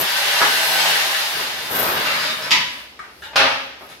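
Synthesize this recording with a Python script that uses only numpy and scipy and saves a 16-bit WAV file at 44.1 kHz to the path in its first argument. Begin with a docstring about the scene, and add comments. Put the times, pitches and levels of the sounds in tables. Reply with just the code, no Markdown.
"""A bare, ringing room: heavy ceramic floor tiles are dragged over gritty concrete.
Crushed grit rings the sliding tile, stick-slip makes it groan and squeal, powder hisses under it.
A long drag with one bump is followed by a low scuff and a shorter drag that ends in a bright clack.
After a few light taps a tile is set down on the stack with a heavy rattle, and crumbs settle.
Each knock is a crack of chattering edges plus the tile's decaying modes."""
import sys
import numpy as np
from scipy import signal
from scipy.fft import rfft, irfft, next_fast_len
from scipy.io import wavfile

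SR = 44100
rng = np.random.default_rng(int(sys.argv[2]) if len(sys.argv) > 2 else 0)


def master(y):
    """Save y as 16-bit WAV."""
    cut = np.clip(np.atleast_2d(y).T, -1, 1)
    pcm = np.round(cut * 32767)  # scale
    wavfile.write(sys.argv[1], SR, pcm.astype(np.int16))


N = 176400
TIME = np.arange(N) / SR
JUDDER_DB, JUDDER_HZ = 1, 43.6
# stereo side gain against mid (frequency [Hz], gain [dB])
SIDE_GAIN = [(100, -14.5), (280, -14.5), (550, -6), (1100, 0.5), (3000, 1), (14000, 1.5)]


def drags():
    """Two drags: grit shakes the sliding tile, which rings in its resonances."""
    # grinding (time [s], level [dB])
    long_curve = [(0, -20.5), (.1, -22.5), (.25, -20), (.4, -19.5), (.55, -20), (.68, -22), (.82, -18),
                  (.95, -19.5), (1.05, -22), (1.2, -22), (1.32, -26.5), (1.4, -24.5), (1.5, -29.5),
                  (1.6, -31), (1.7, -31), (1.8, -50)]
    short_curve = [(1.68, -46), (1.74, -25), (1.95, -24), (2.05, -22), (2.13, -21.5), (2.18, -25),
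                   (2.28, -22.5), (2.32, -26), (2.36, -35), (2.41, -31), (2.44, -27), (2.49, -30.5),
                   (2.6, -33), (2.8, -42.5), (2.87, -54)]
    # spectra (frequency [Hz], level [dB])
    long_tone = [(60, -39), (120, -26), (170, -28), (220, -19), (340, -20), (430, -9), (540, -7), (830, -2),
                 (1200, -5.5), (1600, -3.5), (2300, -2.5), (3600, 0), (5000, -3.5), (6300, -8.5),
                 (8000, -16.5), (16000, -47)]
    short_tone = [(59, -49), (100, -17), (282, -8), (327, -19.5), (621, -2), (695, -10), (994, -3),
                  (1750, -2.5), (2150, -3.5), (4740, -7), (9000, -27.5), (11700, -59), (19800, -120)]
    # tile resonances (frequency [Hz], width [Hz], level [dB])
    resonances = [(636, 28, -2), (870, 180, -1.5), (1045, 170, 3), (1535, 86, 8.5), (1710, 120, 6.5),
                  (1966, 170, 5.5), (2800, 420, -1), (4500, 160, -3)]
    out = np.zeros(N)
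    for curve, tone, ring_db in (long_curve, long_tone, -1), (short_curve, short_tone, -7):
        def body_db(f):
            peaks = sum(amp(db + ring_db) ** 2 / (1 + (2 * (f - hz) / width_hz) ** 2)
                        for hz, width_hz, db in resonances)
            return read(tone, f) + 10 * np.log10(1 + peaks)
        out += level(curve) * evened(colour(grit(per_s=2500, spread_db=4), body_db, size=16384))
    return out


def groan():
    """The tile sticks and slips unevenly; each slip rings its bending modes."""
    # stick-slip (time [s], level [dB], slip rate [1/s])
    slip_curve = [(0.082, -42, 76), (.18, -39, 74), (.29, -39, 77), (.361, -37, 82), (.548, -32.5, 83),
                  (.66, -34, 80), (0.759, -29.5, 84.4), (.89, -28.5, 83), (0.982, -34, 90),
                  (1.061, -34, 66), (1.249, -46, 81), (1.35, -60, 69)]
    # bending modes (frequency [Hz], width [Hz], level [dB])
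    bending_modes = [(165.3, 6.4, -6.5), (565, 10, -5), (655, 11, 6.5), (786, 18, 3.5), (796, 22, 6),
                     (844, 20, 5.5), (915, 12, -1), (1580, 32, -9), (1630, 17, -11), (1840, 43, 0),
                     (3014, 42, -1)]
    times_s, _, slips_per_s = np.transpose(slip_curve)
    cycles = np.cumsum(np.interp(TIME, times_s, slips_per_s) * (1 + .018 * wobble(60))) / SR
    slips = np.diff(np.floor(cycles), prepend=0) * amp(2 * rng.standard_normal(N))
    t = TIME[:SR // 4]
    body = sum(amp(db) * width_hz * np.exp(-np.pi * width_hz * t) * np.sin(2 * np.pi * hz * t)
               for hz, width_hz, db in bending_modes)
    body = signal.sosfilt(signal.butter(4, 144, "high", fs=SR, output="sos"), body)
    return level(slip_curve) * evened(signal.fftconvolve(slips, body)[:N])


def tile_drop():
    """A tile lands on the stack and rocks to rest: (cracks, ringing)."""
    # contacts (time [s], crack [dB], ring [dB], chatter [s], tilt [dB/octave])
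    hits = [(3.332, -50, -69, .017, -6), (3.358, -27.5, -35.5, 0.012, 0.5), (3.376, -30, -37, 0.044, -1.5),
            (3.398, -30, -30.5, .027, -2), (3.432, -31.5, -41, 0.043, -2.5), (3.5, -38.5, -57, 0.1, -1.5)]
    # spectrum (frequency [Hz], level [dB])
    crack_tone = [(24, -54), (40, -45), (174, -24), (213, -44), (260, -15.5), (340, -35), (420, -21),
                  (500, -15.5), (700, -12.5), (830, -11), (1000, -9.5), (1400, -8.5), (1900, -9),
                  (2710, -10), (5170, -17), (6200, -23), (7400, -36), (11500, -36.5), (15500, -50)]
    # (frequency [Hz], level [dB], t60 [s])
    tile_modes = [(546, 8, .45), (643, -2, .35), (812, 5, .42), (926, -5, .5), (1420, 1, .25),
                  (1553, -2, .16), (1760, -4, .38), (2210, -7, .4), (2514, -11, .4), (2633, -1, .25),
                  (2960, -9, .45), (5157, -13, .3)]
    return cracks(hits, crack_tone, first_touch=.15), ringing(hits, tile_modes)


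def tile_clack():
    """Tile edge strikes tile edge: (cracks, ringing)."""
    # contacts (time [s], crack [dB], ring [dB], chatter [s], tilt [dB/octave])
    hits = [(2.508, -31, -47, .0085, 3), (2.514, -28.5, -37, 0.015, 0.5), (2.548, -37, -38.5, 0.059, -1.5)]
    # spectrum (frequency [Hz], level [dB])
    crack_tone = [(35, -59), (60, -16.5), (285, -11.5), (509, -28), (688, -22), (900, -3), (1100, -9),
                  (1500, -11), (2000, -2), (3200, -2.5), (4220, -7), (4630, -6.5), (6200, -14.5),
                  (8280, -30.5), (12300, -29.5), (15500, -41)]
    # (frequency [Hz], level [dB], t60 [s])
    tile_modes = [(275, -19, .48), (908, 0, .25), (987, 3, .65), (1006, 0, .5), (1900, -5, .35),
                  (1941, -5, .25), (2030, -3, .5), (2902, -5, .25), (3000, -7, .3), (3270, -6, .3),
                  (3838, -6, .22), (4592, -2, .16)]
    return cracks(hits, crack_tone, first_touch=.14), ringing(hits, tile_modes)


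def tile_bump():
    """The dragged tile trips over a ridge: (cracks, ringing)."""
    # contacts (time [s], crack [dB], ring [dB], chatter [s], tilt [dB/octave])
    hits = [(.406, -37.5, -42, .012, -7.5), (.417, -32, -32.5, 0.013, -1.5), (.431, -40.5, -41, 0.0081, -6)]
    # spectrum (frequency [Hz], level [dB])
    crack_tone = [(100, -28), (350, -8), (600, -3.5), (900, 3.5), (1750, 4), (2300, 1.5), (5000, -28),
                  (15000, -50)]
    # (frequency [Hz], level [dB], t60 [s])
    tile_modes = [(811, -6, .2), (956, -0.5, 0.29), (1170, -3, .18), (1280, -5, 0.1), (1440, 2, 0.15),
                  (1685, 1.5, 0.12)]
    return cracks(hits, crack_tone, first_touch=.36), ringing(hits, tile_modes)


def cracks(hits, tone, first_touch):
    """Each contact gives a broad crack as the edges chatter."""
    out = np.zeros(N)
    for start_s, db, _, chatter_s, db_per_octave in hits:
        def crack_db(hz):
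            return read(tone, hz) + db_per_octave * np.log2(np.clip(hz, 400, 8000) / 1000)
        crack = colour(contact(chatter_s, first_touch), crack_db)
        add(out, start_s, amp(db) * np.sqrt(SR) * unit(crack))
    return out


def ringing(hits, modes):
    """Each contact feeds energy into the tile's modes, which ring down."""
    out = np.zeros(N)
    for hz, mode_db, t60_s in modes:
        decay = unit(amp(-60 * TIME[:SR] / t60_s))
        energy = np.zeros(N)
        for start_s, _, ring_db, _, _ in hits:
            add(energy, start_s, SR * (amp(ring_db + mode_db) * decay) ** 2)
        out += np.sqrt(2 * energy) * np.sin(2 * np.pi * (hz * TIME + rng.random()))
    return out / np.linalg.norm([amp(db) for _, db, _ in modes])


def scuffs():
    """Close rubbing: (low rumble, thin high rasp)."""
    # (time [s], rumble [dB], rasp [dB])
    rub_curve = [(0, -24.5, -19.5), (.04, -31.5, -27), (.08, -48, -57), (.7, -55, -52), (.9, -72, -50),
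                 (1.3, -47, -65), (1.4, -32, -49), (1.48, -40.5, -63), (1.68, -40, -65),
                 (1.715, -28, -27.5), (1.81, -26.5, -22), (1.92, -27, -27.5), (1.98, -28, -35.5),
                 (2.2, -48, -44), (2.5, -40, -62), (2.7, -70, -69)]
    # spectra (frequency [Hz], level [dB])
    rumble_tone = [(30, -24), (65, -5), (100, -4.5), (150, 1.5), (260, 1.5), (400, 5.5), (900, 4.5),
                   (1600, 1), (4000, -33), (12000, -50)]
    rasp_tone = [(4000, -19.5), (8500, -21), (9900, -15.5), (11200, -17), (11750, -8), (12080, 3),
                 (12500, -10), (13400, -13), (14200, -19), (16000, -24)]
    rumble = level(rub_curve) * diffuse(rumble_tone) * amp(JUDDER_DB * wobble(JUDDER_HZ))
    grains = np.array([toned(grit(per_s=3300, spread_db=3), rasp_tone) for _ in range(2)])
    rasp = level(rub_curve, column=2) * grains
    return rumble, rasp * amp([[2.5], [-2.5]])


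def powder():
    """Fine dust hisses under the moving tile."""
    # (time [s], level [dB])
    hiss_curve = [(0, -33), (.3, -31.5), (.55, -30), (.73, -28.5), (.9, -31.5), (1.15, -34.5), (1.4, -36),
                  (1.52, -42.5), (1.65, -39.5), (2.0, -38), (2.3, -41.5), (2.38, -43), (2.45, -44),
                  (2.6, -56), (2.8, -50.5), (2.87, -73), (3.1, -61.5), (3.25, -53.5), (3.32, -78)]
    # spectrum (frequency [Hz], level [dB])
    hiss_tone = [(3000, -20), (6500, -14), (8500, -1.5), (10000, 2.5), (11000, 1), (12300, 4), (14000, -4),
                 (16000, -7.5)]
    return level(hiss_curve) * toned(grit(per_s=6900, spread_db=.5), hiss_tone)


def grates(grains_per_s=4200, edge_s=.018):
    """Grains crushed under an edge tick through one resonance: short, rough rasps."""
    # (time [s], length [s], centre [Hz], width [Hz], level [dB])
    caught_grit = [(.9, 0.14, 1720, 549.5, -29.5), (2.177, 0.093, 4850, 450, -30),
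                   (2.185, 0.064, 6500, 1500, -40), (2.25, 0.082, 3700, 220, -29),
                   (2.404, 0.047, 5200, 400, -31.5), (3.557, .13, 12900, 200, -63),
                   (3.781, 0.1, 11700, 1500, -54.5), (3.884, 0.038, 10900, 400, -48),
                   (3.887, 0.036, 7800, 600, -59), (3.885, 0.053, 13000, 3000, -56)]
    t, out = TIME[:SR // 2], np.zeros(N)
    for start_s, length_s, hz, width_hz, db in caught_grit:
        grains = rng.standard_normal(len(t)) * (rng.random(len(t)) < grains_per_s / SR)
        rasp = colour(grains, lambda f: -10 * np.log10(1 + ((f - hz ** 2 / (f + 1)) / width_hz) ** 2))
        gate = np.clip(np.minimum(t, length_s - t) / edge_s, 0, 1)
        add(out, start_s, amp(db) * gate * evened(rasp))
    return out


def squeaks(edge_s=.0069):
    """Friction holds one mode in a short, unsteady squeal."""
    # (time [s], length [s], pitch [Hz], width [Hz], level [dB])
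    squeals = [(.184, .18, 570.4, 8.1, -32), (.2, 0.11, 785, 20, -29), (0.553, 0.38, 7800, 120, -38),
               (2.238, 0.31, 624, 13.6, -38.5), (3.218, 0.11, 2880, 150, -45),
               (3.223, 0.067, 3660, 180, -43), (3.234, .15, 863, 43, -45), (3.26, 0.069, 564, 25, -46),
               (3.262, .1, 1647, 150, -47)]
    t, out = TIME[:SR // 2], np.zeros(N)
    for start_s, length_s, hz, width_hz, db in squeals:
        gate = np.clip(np.minimum(t, length_s - t) / edge_s, 0, 1)
        cycles = np.cumsum(hz + .5 * width_hz * wobble(width_hz, len(t))) / SR
        falter = 1 + .45 * wobble(width_hz, len(t))
        add(out, start_s, amp(db) * gate * falter * np.sin(2 * np.pi * cycles))
    return out


def taps(skirt_db=-19, top_hz=3720):
    """Light bumps of a hand-held tile: one damped, broad resonance each."""
    # contacts (time [s], level [dB], centre [Hz], width [octaves], chatter [s])
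    hits = [(2.992, -48.5, 1500, 0.31, 0.0029), (3.029, -55.5, 1170, 0.84, 0.039),
            (3.222, -49.5, 1610, 0.14, .014), (3.238, -52.5, 2360, 1.2, 0.019),
            (3.81, -52.5, 630, 1.1, 0.03), (3.891, -58, 3500, 3.8, .02), (3.912, -57, 1100, 3.2, 0.013)]
    out = np.zeros(N)
    for start_s, db, centre_hz, octaves, chatter_s in hits:
        def body_db(hz):
            bell = np.exp(-.5 * (np.log2((hz + 1) / centre_hz) / octaves) ** 2)
            return 20 * np.log10(bell + amp(skirt_db)) - 10 * np.log10(1 + (hz / top_hz) ** 4)
        tap = colour(contact(chatter_s, first_touch=.65), body_db)
        add(out, start_s, amp(db) * np.sqrt(SR) * unit(tap))
    return out


def thuds():
    """The landing tile shakes the floor: a short swell of bass."""
    # (time [s], level [dB], swell [s])
    landings = [(3.375, -44, 0.051)]
    # spectrum (frequency [Hz], level [dB])
    thud_tone = [(25, -23), (50, -4), (68, 5), (100, -2), (170, -14), (300, -29), (1500, -60)]
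    out = np.zeros(N)
    for start_s, db, swell_s in landings:
        age = np.maximum(TIME - start_s, 0) / swell_s
        out += amp(db) * age * np.exp(1 - age) * toned(rng.standard_normal(N), thud_tone)
    return out


def room(x, wet_db, change_s, count):
    """Direct sound plus reflections; count responses crossfade in turn as the tile moves."""
    size = next_fast_len(N + SR, real=True)
    wet = 0
    for k in range(count):
        away = abs((TIME / change_s - k) % count - count / 2)
        share = np.cos(np.pi / 2 * np.minimum(away, 1))
        wet = wet + rfft(x * share, size) * rfft(echoes(), size)
    return (x + amp(wet_db) * irfft(wet, size)[:, :N]) / np.sqrt(1 + amp(wet_db) ** 2)


def echoes(onset_s=.0024, early_db=7.5, early_s=.06):
    """Impulse response of hard floor and walls: dense early reflections, then a tail."""
    # (frequency [Hz], t60 [s])
    room_t60 = [(80, 1), (250, 0.8), (1000, 0.52), (3000, 0.7664), (6000, 0.59), (13000, 0.81)]
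    hz, t, spectra = signal.stft(rng.standard_normal((2, SR)), SR, nperseg=256)
    decay = amp(-60 * t / read(room_t60, hz)[:, None] + early_db * np.exp(-t / early_s))
    onset = np.minimum(TIME[:SR] / onset_s, 1) ** 2
    mid, side = signal.istft(spectra * decay, SR, nperseg=256)[1][:, :SR] * onset
    return left_right(unit(mid), unit(side))


def background():
    """Faint, steady indoor rumble and hiss."""
    # spectrum (frequency [Hz], level [dB])
    indoor_tone = [(25, -2), (45, -7), (66, 13), (90, -4), (160, -0.5), (400, 3.5), (1500, -4.5),
                   (5000, -6), (15000, -43)]
    return amp(-49.5) * diffuse(indoor_tone)


def grit(per_s, spread_db):
    """Mortar grains crushed under a tile: uneven clicks, modulated by its judder."""
    sizes = amp(spread_db * np.minimum(rng.exponential(1, N), 3)) * rng.choice([-1, 1], N)
    crushed = rng.random(N) < per_s / SR
    return evened(sizes * crushed * amp(JUDDER_DB * wobble(JUDDER_HZ)))


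def contact(chatter_s, first_touch, clicks_per_s=1800):
    """A first touch, then a quickly dying chatter of hard edges."""
    clicks = rng.standard_normal(SR) * (rng.random(SR) < clicks_per_s / SR)
    force = unit(clicks * np.exp(-TIME[:SR] / max(chatter_s, .001)))
    force[0] += first_touch
    return unit(force)


def wobble(hz, size=N):
    """Noise low-passed at hz, rms 1."""
    return evened(signal.sosfilt(signal.butter(2, hz, fs=SR, output="sos"), rng.standard_normal(size)))


def diffuse(tone):
    """Coloured stereo noise."""
    mid, side = (toned(rng.standard_normal(N), tone) for _ in range(2))
    return left_right(mid, side)


def left_right(mid, side):
    """Mid/side to stereo: narrow in the bass, wide above."""
    side = colour(side, lambda hz: read(SIDE_GAIN, hz))
    return np.array([mid + side, mid - side])


def colour(x, db_at, size=4096):
    """Causal filter with gain db_at(Hz)."""
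    hz = abs(np.fft.fftfreq(size, 1 / SR))
    log_gain = np.log(amp(np.maximum(db_at(hz), -100)))
    impulse = np.fft.ifft(np.exp(np.conj(signal.hilbert(log_gain)))).real
    return signal.fftconvolve(x, impulse[:size // 2])[:len(x)]


def toned(x, tone):
    """Filter by a spectrum table, to rms 1."""
    return evened(colour(x, lambda hz: read(tone, hz)))


def read(table, hz):
    """Interpolate on a log-frequency axis."""
    table_hz, values = np.transpose(table)
    return np.interp(np.log(hz + 1), np.log(table_hz + 1), values)


def level(curve, column=1):
    """Gain over time from a dB column."""
    columns = np.transpose(curve)
    return amp(np.interp(TIME, columns[0], columns[column], right=-100))


def add(mix, start_s, sound):
    """Mix in at start_s."""
    part = mix[max(round(start_s * SR), 0):][:len(sound)]
    part += sound[:len(part)]


def amp(db):
    """dB to gain."""
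    return 10 ** (np.asarray(db) / 20)


def evened(x):
    """Scale to rms 1."""
    return x / np.sqrt(np.mean(x ** 2) + 1e-20)


def unit(x):
    """Scale to energy 1."""
    return x / (np.linalg.norm(x) + 1e-12)


def scene():
    """Tile sounds pass through the room; scuffs, thud and background stay dry."""
    rumble, rasp = scuffs()
    sliding = drags() + powder() + grates()
    knocks, rings = np.sum([tile_clack(), tile_drop(), tile_bump()], axis=0)
    noisy = room(sliding + knocks + taps(), wet_db=5.5, change_s=.07, count=3)
    tonal = room(groan() + squeaks() + rings, wet_db=-4, change_s=.299, count=2)
    mix = noisy + tonal + thuds() + rumble + rasp + background()
    return mix * amp([[.3], [-.3]])  # slightly left


def record(dry, low_hz=48, top_hz=15850):
    """Microphone bass roll-off, soft clipping, band limit."""
    heard = signal.sosfilt(signal.butter(3, low_hz, "high", fs=SR, output="sos"), dry)
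    rounded = heard / (1 + heard ** 6) ** (1 / 6)
    band_limit = signal.firwin(511, top_hz, window=("kaiser", 9), fs=SR)
    return signal.oaconvolve(rounded, band_limit[None], "same")


dry = scene()
out = record(dry)
master(out)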